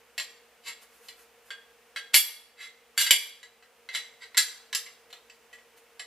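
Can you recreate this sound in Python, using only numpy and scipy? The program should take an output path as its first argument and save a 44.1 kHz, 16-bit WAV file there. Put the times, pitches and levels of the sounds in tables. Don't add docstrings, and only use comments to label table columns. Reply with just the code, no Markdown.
import sys
import numpy as np
from scipy import signal
from scipy.fft import rfft, irfft, next_fast_len
from scipy.io import wavfile

SR = 44100
rng = np.random.default_rng(int(sys.argv[2]) if len(sys.argv) > 2 else 0)


def digitize_waveform(pressure):
    field = np.atleast_2d(pressure).T
    bounded = np.clip(field, -1, 1)
    quanta = np.round(bounded * 32767).astype(np.int16)
    wavfile.write(sys.argv[1], SR, quanta)


N = 267246

# pitch_hz, rms_db, wander_hz
HUM_TONES = [(60.4, -87.5, .1), (113, -92.5, .1), (235, -81.5, 3.5), (468.5, -70, 2.5), (460, -75.5, 5.1),
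             (486, -83, 12), (715, -78.5, 3)]
# freq_hz, density_db
AIR_SPECTRUM = [(15, -67.5), (25, -47), (49, -23.5), (71, -24), (86, -41), (107, -27.5), (204, -26),
                (227, -18), (260, -24), (421, -17.5), (457, -4.5), (567, -15.5), (2770, -17.5),
                (3830, -24.5), (15500, -31.5)]
# freq_hz, t60_s
ROOM_DECAY = [(150, .35), (800, 0.86), (2000, 0.55), (4000, 0.53), (8000, 0.44), (14000, 0.42)]
# freq_hz, side_db
DIFFUSE_WIDTH = [(60, -10), (150, -10), (500, -12.5), (1200, -12.5), (2500, -11), (5000, -4.5), (9500, -1),
                 (15000, -2.5)]
# freq_hz, density_db
LEATHER_SPECTRUM = [(300, -20), (1500, -5.5), (4000, -13), (8000, -12), (13000, -10), (15500, -24.5)]
# peak_s, half_width_s, level_db
BRUSHES = [(0.826, 0.013, -54), (0.95, 0.053, -63.5), (1.061, 0.043, -58), (1.201, 0.039, -59),
           (1.478, 0.029, -62.5), (5.778, 0.01, -57.5)]
# pitch_hz, energy_db, t60_s
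MOLD_MODES = [(1850, -12, .14), (2134, -2, .28), (2350, -8, .14), (2745, -10, .12), (2900, -11, .11),
              (3368, -1, .22), (3915, -10, .16), (4490, -6, .16), (4585, -7, .22), (5230, -13, .16),
              (5890, -12, .12), (5980, -10, .26), (7176, -7, .15), (7300, -9, .13), (7470, -3.5, .16),
              (7560, -6, .16), (8950, -3.5, .17), (10084, -7, .15), (11225, -6, .17), (11495, -8, .16),
              (11850, -13, .15), (12464, -3, .18), (13280, -8, .18)]
PLATE_MODES = [(1614, -1, .18), (1770, -10, .11), (1808, -9, .17), (2075, -6, .13), (2885, -12, .1),
               (3338, 0, .16), (4535, -6, .16), (7200, -19, .13), (7480, -17, .13), (8910, -18, .16)]
PLATEN_MODES = [(1960, -4, .13), (2030, -7, .13), (2095, 0, .19), (2865, -11, .11), (3380, -8, .15),
                (3885, -4, .15), (3950, -3, .15), (4540, -10, .13), (5955, -9, .18), (7490, -5, .14),
                (10070, -16, .14)]
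FRAME_MODES = [(1696, -4.5, 0.12), (1935, 1, 0.18), (2450, -23, .3), (2420, -23.5, .12), (3250, -16.5, .1),
               (3500, -18, .1), (4124, -2, .15), (4670, -4, 0.1), (5400, -5, 0.11), (6030, -1, 0.11),
               (7400, 0.5, 0.095), (7540, -2, .14), (7760, -11, .1), (10090, -2, .17)]
# freq_hz, density_db
BLOCK_CLACK = [(40, -35.5), (250, -26), (600, -14), (1400, -12.5), (2150, 0.5), (2600, 1), (3300, 1),
               (5000, -2), (6700, -10), (7500, -10.5), (9000, -9), (13400, -18), (14400, -38)]
FRAME_CLACK = [(40, -33), (250, -27), (600, -16.5), (1100, -9.5), (1700, -6.5), (3000, 0), (4700, -3),
               (6800, -11), (7500, -6.5), (9300, -18.5), (11300, -11), (13600, -16.5), (14400, -40)]
# freq_hz, density_db
LOW_MID_CLICK = [(100, -24), (400, -18), (900, 5.5), (2500, 1.5), (6000, -6.5), (15000, -20.5)]
TILT_LIMITS = {"mold": (-3, 1.5), "plate": (-7, -1.5), "platen": (-6, 1), "frame": (-3, 4.5)}
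# peak_s, level_db, main_part, other_part, other_share_db, rise_s, fall_s
SLIDES = [(0.688, -35, "frame", "mold", 0.5, 0.032, 0.0089),
          (2.138, -27.5, "mold", "plate", -8.5, 0.0033, .004),
          (2.158, -7.5, "mold", "frame", -22, 0.0072, 0.0068),
          (2.628, -33, "platen", "mold", -13.5, 0.037, 0.027),
          (3.014, -19, "mold", "platen", -3.5, 0.022, 0.0065),
          (3.067, -25.5, "platen", "plate", 0, .004, 0.0057),
          (3.953, -28.5, "platen", "frame", -15, 0.021, 0.026),
          (4.238, -40, "platen", "frame", -5, 0.024, 0.0046)]
# start_s, level_db, main_part, other_part, other_share_db, chatter_s
KNOCKS = [(0.1791, -31, "frame", "mold", 1, 0.0029), (0.198, -30, "frame", "platen", -27, 0.0039),
          (1.085, -42.5, "frame", "mold", -3, 0.00039), (1.505, -33, "plate", "frame", -16, 0.00098),
          (1.961, -30.5, "plate", "platen", -2.5, 0.0075), (2.1346, -38, "frame", "mold", -2, .003),
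          (2.1426, -9.5, "mold", "frame", -15, 0.002), (2.9769, -19.5, "mold", "plate", -3, 0.0038),
          (3.108, -7, "mold", "platen", -8.5, 0.0041), (3.430, -43, "frame", "platen", -1.5, 0.0023),
          (3.625, -57, "plate", "frame", 3, 0.0058), (3.889, -35, "platen", "plate", -12.5, .003),
          (3.949, -26.5, "platen", "frame", -8, 0.0068), (4.346, -39, "platen", "frame", -7.5, 0.0035),
          (4.3707, -25, "frame", "platen", -0.5, 0.0039), (4.3757, -16, "frame", "platen", -2, 0.0069),
          (4.728, -30, "frame", "plate", -15, 0.0016), (4.749, -23, "frame", "mold", -14.5, 0.001),
          (4.863, -44, "platen", "frame", -8, 0.0068), (5.103, -55.5, "frame", "mold", 1.5, 0.0026),
          (5.128, -42.5, "frame", "mold", -10, 0.0046), (5.298, -49.5, "frame", "platen", -10.5, 0.0044),
          (5.529, -46.5, "frame", "mold", -7.5, .009), (5.585, -56, "frame", "platen", -11, 0.0047),
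          (5.995, -38, "frame", "platen", -2, 0.0031)]


def amp(db):
    return 10 ** (np.asarray(db) / 20)


def unit_energy(x):
    return x / np.sqrt(np.sum(x ** 2) + 1e-30)


def lookup(table, freq_hz):
    table_hz, values = np.transpose(table)
    return np.interp(np.log(freq_hz + 1), np.log(table_hz), values)


def bins_hz(size):
    return np.fft.rfftfreq(size, 1 / SR)


def colour(x, spectrum):
    return irfft(rfft(x) * amp(lookup(spectrum, bins_hz(len(x)))), len(x))


def causal_filter(x, gain_db):
    cepstrum = irfft(np.log(amp(gain_db)), len(x))
    cepstrum[1:len(x) // 2] *= 2
    cepstrum[len(x) // 2 + 1:] = 0
    return irfft(rfft(x) * np.exp(rfft(cepstrum)), len(x))


def noise(spectrum):
    x = colour(rng.standard_normal(next_fast_len(N)), spectrum)[:N]
    return np.sqrt(N) * unit_energy(x)


def impulses(rate_per_s, size):
    return rng.standard_normal(size) * (rng.random(size) < rate_per_s / SR)


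def add(mix, start_s, sound):
    span = mix[max(round(start_s * SR), 0):][:len(sound)]
    span += sound[:len(span)]


def fan(air_db=-61.5, wander_per_s=25):
    t = np.arange(N) / SR
    knots_s = np.arange(0, t[-1] + 1, 1 / wander_per_s)
    mid, side = (amp(air_db) * noise(AIR_SPECTRUM) for _ in range(2))
    for pitch_hz, rms_db, wander_hz in HUM_TONES:
        drift_hz = wander_hz * np.interp(t, knots_s, rng.standard_normal(len(knots_s)))
        mid += np.sqrt(2) * amp(rms_db) * np.sin(2 * np.pi * np.cumsum(pitch_hz + drift_hz) / SR)
    side = colour(side, DIFFUSE_WIDTH)
    return np.array([mid + side, mid - side])


def reflections(early_db=10.5, early_s=0.025, first_s=0.0018, size=32768):
    taps = np.sign(impulses(rate_per_s=4000, size=size))
    freq_hz, frame_s, spectra = signal.stft(taps, SR, nperseg=256)
    decay = 1000 ** (-frame_s / lookup(ROOM_DECAY, freq_hz)[:, None])
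    _, tail = signal.istft(spectra * decay, SR, nperseg=256)
    t = np.arange(len(tail)) / SR
    early_boost = 1 + amp(early_db) * np.exp(-t / early_s)
    return unit_energy(tail * (t > first_s) * early_boost)


def workshop(x, wet_db=-2, side_db=1, direct_db=-2):
    mid, side = (amp(wet_db) * signal.oaconvolve(x, reflections())[:N] for _ in range(2))
    mid += amp(direct_db) * x
    side = amp(side_db) * colour(side, DIFFUSE_WIDTH)
    return np.array([mid + side, mid - side])


def gloves():
    t = np.arange(N) / SR
    strokes = sum(amp(level_db) * np.exp(-((t - peak_s) / half_width_s) ** 2)
                  for peak_s, half_width_s, level_db in BRUSHES)
    return noise(LEATHER_SPECTRUM) * strokes


def steel_ring(force, tilt_db_per_oct, modes, clack_spectrum, clack_db, clack_t60_s=0.091):
    knee_hz, pivot_hz, treble_cut_hz = 1400, 4000, 13600
    grip_hz, cluster_hz, cluster_db = 14, 70, 13
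    clack_size = 4096

    def tilt_db(freq_hz):
        return tilt_db_per_oct * np.log2(np.maximum(freq_hz, knee_hz) / pivot_hz)

    freq_hz = bins_hz(clack_size)
    tone, cluster_power = 0, 0
    for pitch_hz, energy_db, t60_s in modes:
        radius = 1000 ** (-1 / (t60_s * SR))
        pair_hz = pitch_hz + grip_hz * np.array([-1, 1]) * rng.uniform(0, 2, 2)
        mode = sum(signal.lfilter([1], [1, -2 * radius * np.cos(angle), radius ** 2], force)
                   for angle in 2 * np.pi * pair_hz / SR)
        tone += amp(energy_db + tilt_db(pitch_hz)) * unit_energy(mode)
        skirt = 1 / (1 + ((freq_hz - pitch_hz) / cluster_hz) ** 2)
        cluster_power += (amp(energy_db + cluster_db) * skirt) ** 2
    band_limit = signal.butter(3, [knee_hz, treble_cut_hz], "band", fs=SR, output="sos")
    tone = signal.sosfilt(band_limit, tone)
    t = np.arange(clack_size) / SR
    burst = rng.standard_normal(clack_size) * 1000 ** (-t / clack_t60_s)
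    shape_db = lookup(clack_spectrum, freq_hz) + tilt_db(freq_hz) + 10 * np.log10(1 + cluster_power)
    clack = signal.fftconvolve(force, causal_filter(burst, shape_db))[:len(force)]
    return unit_energy(unit_energy(tone) + amp(clack_db) * unit_energy(clack))


def part_shares_db(main_part, other_part, other_share_db, leak_db=-24):
    leaks_db = dict.fromkeys(("mold", "plate", "platen", "frame"), leak_db)
    return {**leaks_db, other_part: other_share_db, main_part: 0}


def contact(force, level_db, shares_db, tilt_db_per_oct, span_s=0.0091):
    rings = {
        "mold": steel_ring(force, tilt_db_per_oct, MOLD_MODES, BLOCK_CLACK, clack_db=4),
        "plate": steel_ring(force, tilt_db_per_oct, PLATE_MODES, BLOCK_CLACK, clack_db=-3),
        "platen": steel_ring(force, tilt_db_per_oct, PLATEN_MODES, BLOCK_CLACK, clack_db=-3),
        "frame": steel_ring(force, tilt_db_per_oct, FRAME_MODES, FRAME_CLACK,
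                            clack_db=9.5, clack_t60_s=0.038),
    }
    mix = sum(amp(shares_db[part]) * ring for part, ring in rings.items())
    return amp(level_db) * np.sqrt(span_s * SR) * mix


def slides(slips_per_s=3000, neutral_db=-28.5, tilt_per_db=0.44, lead_s=0.1, size=18432):
    out = np.zeros(N)
    t = np.arange(size) / SR - lead_s
    for peak_s, level_db, main_part, other_part, other_share_db, rise_s, fall_s in SLIDES:
        push = np.exp(-np.where(t < 0, (t / rise_s) ** 2, t / fall_s))
        force = impulses(slips_per_s, size) * push
        tilt_db_per_oct = tilt_per_db * (level_db - neutral_db)
        shares_db = part_shares_db(main_part, other_part, other_share_db)
        add(out, peak_s - lead_s, contact(force, level_db, shares_db, tilt_db_per_oct))
    return out


def knocks(slips_per_s=2000, neutral_db=-28, tilt_per_db=0.75, click_db=12, size=12288):
    equal_energy_s = 0.0061
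    out = np.zeros(N)
    t = np.arange(size) / SR
    blow = signal.unit_impulse(size)
    click = unit_energy(causal_filter(blow, lookup(LOW_MID_CLICK, bins_hz(size))))
    for start_s, level_db, main_part, other_part, other_share_db, chatter_s in KNOCKS:
        chatter = unit_energy(impulses(slips_per_s, size) * np.exp(-t / chatter_s))
        chatter_energy = chatter_s / equal_energy_s
        force = blow + np.sqrt(chatter_energy) * chatter
        tilt_db_per_oct = np.clip(tilt_per_db * (level_db - neutral_db), *TILT_LIMITS[main_part])
        shares_db = part_shares_db(main_part, other_part, other_share_db)
        add(out, start_s, contact(force, level_db, shares_db, tilt_db_per_oct))
        click_gain = amp(level_db + shares_db["mold"] + click_db) * np.exp(-2 * chatter_energy)
        add(out, start_s, click_gain * click)
    return out


def scene(right_db=0.27):
    handling = knocks() + slides() + gloves()
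    return (workshop(handling) + fan()) * amp([[-right_db], [right_db]])


def record(dry, limit_db=-4, recover_db_per_s=6.0, attack_s=0.0048, ceiling=0.77, lowpass_hz=15500):
    peak_db = 20 * np.log10(abs(dry).max(0) + 1e-9)
    over_db = np.maximum(peak_db - limit_db, 0)
    creep_db = np.arange(N) * recover_db_per_s / SR
    held_db = np.maximum.accumulate(over_db + creep_db) - creep_db
    pole = np.exp(-1 / (attack_s * SR))
    reduction_db = signal.lfilter([1 - pole], [1, -pole], held_db)
    clipped = np.clip(dry / amp(reduction_db), -ceiling, ceiling)
    lowpass = signal.firwin(255, lowpass_hz, window=("kaiser", 9), fs=SR)
    return signal.oaconvolve(clipped, lowpass[None], "same")


dry = scene()
out = record(dry)
digitize_waveform(out)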